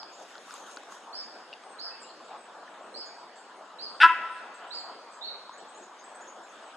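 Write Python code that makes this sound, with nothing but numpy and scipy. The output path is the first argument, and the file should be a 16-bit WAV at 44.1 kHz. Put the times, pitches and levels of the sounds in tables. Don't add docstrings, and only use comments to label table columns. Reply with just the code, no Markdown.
import sys
import numpy as np
from scipy import signal
from scipy.io import wavfile
from scipy.ndimage import uniform_filter1d

SR = 44100
rng = np.random.default_rng(int(sys.argv[2]) if len(sys.argv) > 2 else 0)


def log_audio(samples):
    frames = np.atleast_2d(samples).T
    limited = np.clip(frames, -1, 1)
    pcm = np.round(limited * 32767).astype(np.int16)
    wavfile.write(sys.argv[1], SR, pcm)


def field_ratio(decibels):
    return 10 ** (np.asarray(decibels, dtype=float) / 20)


N = 298116
LEAD = 8192


def evened(x):
    return x / np.sqrt(np.mean(abs(x) ** 2) + 1e-20)


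def read(points, hz):
    f, value = np.transpose(points)
    return np.interp(np.log(hz + 1), np.log(f + 1), value)


def add(mix, s, sound):
    part = mix[..., LEAD + round(s * SR):][..., :sound.shape[-1]]
    part += sound[..., :part.shape[-1]]


def resonate(x, hz, width):
    turn = np.exp(2j * np.pi * np.cumsum(hz * np.ones(len(x))) / SR)
    r = np.exp(-np.pi * width / SR)
    smooth = signal.lfilter([(1 - r) ** 2], [1, -2 * r, r * r], x / turn)
    return 2 * (turn * smooth).real


def paired(a, b, hz):
    # hz, correlation (-1 to 1)
    ports = [(60, 0.32), (300, 0.96), (1300, 0.91), (2700, 0.4), (3800, 0.62), (4050, -0.024),
             (6150, -0.18), (6400, 0.884), (9000, 0.99), (13000, 0.26)]
    same = np.clip(read(ports, hz), -1, 1)[:, None]
    right = same * a + np.sqrt(1 - same ** 2) * b
    return np.array([a * field_ratio(0.67), right * field_ratio(-0.5)])


def hiss(shape, level_db, patchy_db, flicker_db):
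    frames, hz = N // 128 + 5, np.fft.rfftfreq(512, 1 / SR)
    a, b, c, d, patches = rng.standard_normal((frames, 257, 5)).T
    patches = uniform_filter1d(patches, size=6, axis=0)
    patches = evened(uniform_filter1d(patches, size=24, axis=1))
    flicker = evened(uniform_filter1d(rng.standard_normal(frames), size=3))
    spectrum_db = read(shape, hz)[:, None] + patchy_db * patches + flicker_db * flicker
    z = paired(a + 1j * b, c + 1j * d, hz) * field_ratio(spectrum_db)
    noise = signal.istft(z, nperseg=512, noverlap=384)[1][:, :N]
    return field_ratio(level_db) * evened(noise)


def bush(x, gap=0.0014):
    # hz, t60_s
    bush_decay = [(250, 2.7), (1000, 3.2), (2000, 1.62), (4500, 1.7), (8000, 0.72), (12000, 0.49)]
    taps = np.zeros((2, SR))
    at = np.arange(0, SR - 20, 20) + rng.integers(0, 20, (2, SR // 20 - 1))
    np.put_along_axis(taps, at, rng.choice([-1., 1.], at.shape), axis=1)
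    hz, t, z = signal.stft(taps, SR, nperseg=256)
    decay_db = -60 * t / read(bush_decay, hz)[:, None]
    tail = signal.istft(paired(*z, hz) * field_ratio(decay_db), SR, nperseg=256)[1]
    age = np.arange(tail.shape[1]) / SR
    tail *= (1 - np.exp(-age / gap)) * (1 + 5.9 * np.exp(-age * 16))
    tail /= np.linalg.norm(tail[0])
    return signal.fftconvolve(x[None], tail, axes=1)[:, :len(x)]


def bark_voice(t, start_s, mouth):
    # shut_hz, open_hz, width_hz, shut_db, open_db, half_line_share (0-1)
    throat = [(338, 340, 50, -29.5, -46, 0.1), (1000, 800, 120, 0.5, -21, 0),
              (1420, 1500, 180, 7, -5.5, 0.02), (1824, 1810, 380, -2, -5, 0),
              (2020, 2150, 460, -19, -9, 0.6), (2610, 2560, 407, -12, 1, 0.25),
              (3360, 3450, 820, -24.5, -17, 0.1), (4840, 5100, 1500, -33, -23, 0.1),
              (8600, 10300, 2800, -44.5, -36.5, 0.1), (12000, 12000, 2000, -73, -67, .8)]
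    rough = .15 + (.3 - .15) * mouth
    bright_db = 3.0 - 20.5 * np.exp(-mouth / 0.088)
    tense = np.sin(np.pi / 2 * np.clip((t - start_s) / .045, 0, 1)) ** 2
    hz = 143 + (167.2 - 143) * tense
    jitter = evened(uniform_filter1d(rng.standard_normal(len(t)), size=150))
    turns = .22 + np.cumsum(hz * (1 + (.004 + .02 * mouth) * jitter)) / SR
    whole = evened(sum(np.cos(2 * np.pi * k * turns) for k in range(2, 90, 2)))
    half = evened(sum(np.cos(2 * np.pi * k * turns) for k in range(1, 90, 2)))
    puffs = evened((0.6 + np.exp(-(turns % 1) / 0.098)) * rng.standard_normal(len(t)))
    voice = 0
    for k, (shut_hz, open_hz, width, shut_db, open_db, share) in enumerate(throat):
        drive = (1 - rough) * (whole + share * half) + rough * (1 + k / 2) * puffs
        band = evened(resonate(drive, shut_hz + mouth * (open_hz - shut_hz), width))
        band_db = shut_db + mouth * (open_db - shut_db) + (k > 1) * bright_db
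        voice = voice + (-1) ** k * field_ratio(band_db) * band
    return signal.sosfilt(signal.butter(2, 260, "high", fs=SR, output="sos"), voice)


def deer():
    # time_s, effort_db, mouth_opening (0-1)
    bark = [
        (4.0, -19, 1.0),
        (4.004, -23.5, 0.6),
        (4.014, -14, 0.84),
        (4.025, -12, 0.78),
        (4.034, -8, 0.29),
        (4.051, -8.5, 0.19),
        (4.064, -12.5, 0.15),
        (4.08, -29, .01),
    ]
    # delay_s, level_db, depth_s, left_right_db
    echoes = [
        (.058, -12, 0.0059, 3.5),
        (0.122, -30, 0.0096, 4),
        (0.192, -24, 0.027, 3),
        (.262, -28.5, 0.006, 4),
        (0.579, -39, 0.071, 3),
    ]
    s, *columns = np.transpose(bark)
    t = np.arange(s[0], s[-1], 1 / SR)
    effort_db, mouth = (np.interp(t, s, c) for c in columns)
    voice = bark_voice(t, s[0], mouth)
    dry = np.zeros(LEAD + N)
    add(dry, s[0], field_ratio(effort_db - 4.5) * voice * signal.windows.tukey(len(t), .08))
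    direct = (dry + .6 * np.roll(dry, round(SR / 4200))) / 1.1
    scatter = bush(signal.lfilter([4, -3.2], [1], dry), gap=.04)
    out = direct * field_ratio(np.array([[.8], [-.8]])) + field_ratio(-20.0) * scatter

    heard = dry[LEAD + round(s[0] * SR):][:len(t) + 64]
    dull = signal.lfilter([.3], [1, -.7], heard)
    dull = (dull + .85 * np.roll(dull, round(SR / 1000))) / 1.4
    dull = .5 * dull + 0.92 * resonate(dull, 1080, 600) + 3.3 * resonate(dull, 300, 100)
    for delay, db, depth, pan_db in echoes:
        fade = np.exp(-np.arange(2048) / SR / depth)
        faces = rng.standard_normal(2048) * fade * (rng.random(2048) < .05)
        faces[0] = -2.5
        echo = np.convolve(dull, faces / np.linalg.norm(faces))
        add(out, s[0] + delay, field_ratio(db + np.array([[pan_db], [-pan_db]]) / 2) * echo)
    return out


def whistler():
    # start_s, start_hz, top_hz, level_db
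    whistles = [
        (-.09, 4050, 5290, -46),
        (1.128, 4150, 5365, -41.5),
        (1.785, 3930, 5283, -41),
        (2.94, 3980, 5170, -42.5),
        (3.785, 3816, 5040, -41.5),
        (4.705, 3700, 4960, -40.5),
        (5.21, 3496, 4450, -39.5),
    ]
    dry, t = np.zeros((3, LEAD + N)), np.arange(0, .09, 1 / SR)
    for k, (s, start_hz, top_hz, db) in enumerate(whistles):
        rise_hz = (top_hz - start_hz) * np.clip(1 - t / 0.061, 0, 1) ** 2.1
        drop_hz = top_hz * (1 - .862) * np.clip((t - .054) / .028, 0, 1)
        hz = top_hz - rise_hz - drop_hz
        tone = np.sin(2 * np.pi * np.cumsum(hz) / SR)
        add(dry[k % 3], s, field_ratio(db - 0.5) * tone * signal.windows.tukey(len(t), .08))
    left, right = field_ratio(6.0) * sum(bush(x) for x in dry)
    right = right + 1.2 * dry.sum(0)
    return np.array([0.63 * left - 0.38 * right, right])


def small_birds():
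    # start_s, length_s, end_hz, level_db
    chips = [(2.045, .05, 4150, -65), (5.525, 0.031, 6950, -59.5), (5.577, 0.013, 8070, -56.5),
             (5.682, .02, 8300, -57.5), (5.745, 0.0295, 7230, -58.5), (5.815, 0.034, 6850, -59),
             (5.99, 0.012, 6630, -55), (6.04, 0.011, 8030, -53.5), (6.145, 0.018, 8270, -55.5),
             (6.205, 0.028, 7180, -56.5), (6.272, 0.026, 6800, -53.5), (6.43, .016, 7520, -60)]
    flicks = [(1.21, 0.044, 6600, -67), (2.016, 0.022, 7170, -51), (2.09, 0.016, 4200, -52.5),
              (2.15, 0.0206, 4310, -64), (2.55, 0.028, 7000, -70), (2.92, .066, 7860, -64.5),
              (3.058, 0.012, 6500, -53.5), (4.54, 0.015, 7600, -56), (4.67, 0.0354, 7600, -63),
              (4.733, .028, 7070, -60.5), (4.78, 0.031, 7250, -57.5), (5.11, 0.057, 7463, -60),
              (5.76, 0.046, 7620, -61), (6.49, 0.011, 6150, -57)]
    seeps = [(1.14, 0.037, 8200, -65), (1.685, 0.058, 8320, -63), (2.365, 0.09, 7970, -64),
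             (3.13, 0.102, 7790, -73), (3.37, 0.029, 7280, -60.5), (3.87, 0.17, 8300, -70.5),
             (4.3, 0.091, 8400, -66), (4.94, .06, 8050, -77), (6.02, .092, 8300, -70),
             (6.5, .069, 7694, -69), (6.605, .087, 7870, -66)]
    sweeps = [(.11, 0.052, 7360, -57.5), (1.61, 0.055, 8900, -65.5), (2.235, 0.041, 7980, -62),
              (2.8, .056, 8360, -66), (3.35, 0.025, 8300, -59)]
    pips = [(1.9, .055, 2660, -60.5), (2.0, .02, 8600, -62.5), (2.035, .02, 2860, -58.5),
            (3.36, .033, 4550, -67), (3.41, .027, 4630, -72), (3.565, .0051, 9600, -66),
            (5.12, .044, 6420, -68)]
    birds = [(chips, .87, 0.58),
             (flicks, 1.155, .35),
             (seeps, 1.06, .38),
             (sweeps, .8, .12),
             (pips, 0.94, 0.6)]
    near, far = np.zeros(LEAD + N), np.zeros((3, LEAD + N))
    for notes, slur, direct in birds:
        for k, (s, length, end_hz, db) in enumerate(notes):
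            u = np.arange(0, 1, 1 / (length * SR))
            hz = end_hz * (1 + (slur - 1) * (1 - u) ** 2.5)
            waver = np.sin(2 * np.pi * (70 * u * length + np.sin(40 * u + k)))
            hz = hz * (1 + .06 * (1 - direct) ** 2 * waver)
            tone = np.sin(2 * np.pi * np.cumsum(hz) / SR)
            note = field_ratio(db + 6.5) * tone * signal.windows.tukey(len(u), .3)
            add(near, s, direct * note)
            add(far[k % 3], s, note)
    scatter = sum(bush(x, gap=0.0012) for x in far)
    return near * field_ratio(np.array([[1.5], [-.5]])) + field_ratio(-3.0) * scatter


def ticks():
    # start_s, peak_db, body_hz, edge_db, edge_hz
    contacts = [(0.031, -33, 890, -7, 4000), (0.354, -32, 1450, -12.5, 3570),
                (0.38, -48.5, 1060, 4.5, 4300), (0.508, -31.5, 1420, -12.5, 4470),
                (0.54, -33.5, 1040, -6, 7800), (0.762, -46, 1160, 1, 7500), (0.771, -29, 1440, -10, 4260),
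                (0.834, -37.5, 1170, -14, 7040), (0.923, -31.5, 1130, -18, 6560),
                (1.529, -30.5, 2810, -18, 3940), (1.536, -32.5, 2770, -9.5, 3840),
                (1.637, -38, 1220, -14, 3600), (1.799, -54.5, 1220, 5, 6200), (2.209, -39, 1000, -32, 3700),
                (2.679, -39, 1760, -31, 3700), (3.295, -40, 825, -31, 3700), (5.494, -28.5, 980, -20, 4100)]
    out, t = np.zeros(LEAD + N), np.arange(700) / SR
    grit = rng.standard_normal((len(contacts), len(t)))
    for (s, db, hz, edge_db, edge_hz), g in zip(contacts, grit):
        knock = np.sin(2 * np.pi * hz * t) * field_ratio(-60 * t / 0.016) * (1 - np.exp(-t / 0.00054))
        edge = resonate(g * field_ratio(-60 * t / 0.011), edge_hz, 3500)
        edge = field_ratio(edge_db - 13) * evened(resonate(edge, edge_hz, 3500))
        add(out, s, field_ratio(db + 1.5) * (knock + edge))
    return out * field_ratio(np.array([[1.1], [-1.1]]))


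def rub_db(t):
    # peak_s, level_db, rise_s (per 18 dB)
    strokes = [
        (.29, -63, 0.3),
        (.52, -56, 0.14),
        (.72, -58, 0.34),
        (.93, -58.5, 0.1),
        (6.55, -75, 1.6),
    ]
    touching = (t > .06) * np.clip((1.8 - t) / 0.26, 0, 1)
    power = field_ratio(2 * -78.5) * touching + 1e-14
    for s, db, rise in strokes:
        power = power + field_ratio(2 * (db - 18 * np.maximum((s - t) / rise, (t - s) / 0.17)))
    return 10 * np.log10(power)


def sleeve(t):
    # hz, density_db (per Hz)
    cloth = [(1500, -37), (2500, -0.5), (3500, 4), (5000, -5), (6500, 3), (8000, -6), (10000, -12.5),
             (13000, -22), (15500, -31), (22000, -100)]
    return hiss(cloth, 6.5 + rub_db(t), patchy_db=3.5, flicker_db=1.5)


def distant_hush(t):
    # hz, density_db (per Hz)
    hush_shape = [(15, -87), (25, -55), (69, -61), (117, -89), (208, -13.5), (492, -5), (691, -1.5),
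                  (1260, -3.5), (1650, -8.5), (2070, -16.5), (3500, -17), (3980, -21), (8070, -29),
                  (9950, -38.5), (12900, -54.5), (16800, -101), (22000, -120)]
    # time_s, level_db
    breeze = [(0.0, -49), (0.54, -47.5), (1.88, -48), (2.8, -47.5), (3.5, -49), (4.54, -47), (5.25, -48.5),
              (6.4, -48), (6.76, -46)]
    swell_db = np.interp(t, *np.transpose(breeze))
    return hiss(hush_shape, -48 + swell_db - swell_db.mean(), patchy_db=2.43, flicker_db=0.08)


def scene():
    t = np.arange(N) / SR
    events = deer() + whistler() + small_birds() + ticks()
    return events[:, LEAD:] + sleeve(t) + distant_hush(t)


def band_limit(x):
    return signal.sosfilt(signal.butter(12, 15030, fs=SR, output="sos"), x)


def record(dry):
    held = 1.5 * np.tanh(dry / 1.5)
    cut = signal.sosfilt(signal.butter(4, 150, "high", fs=SR, output="sos"), held)
    return band_limit(cut)


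dry = scene()
out = record(dry)
log_audio(out)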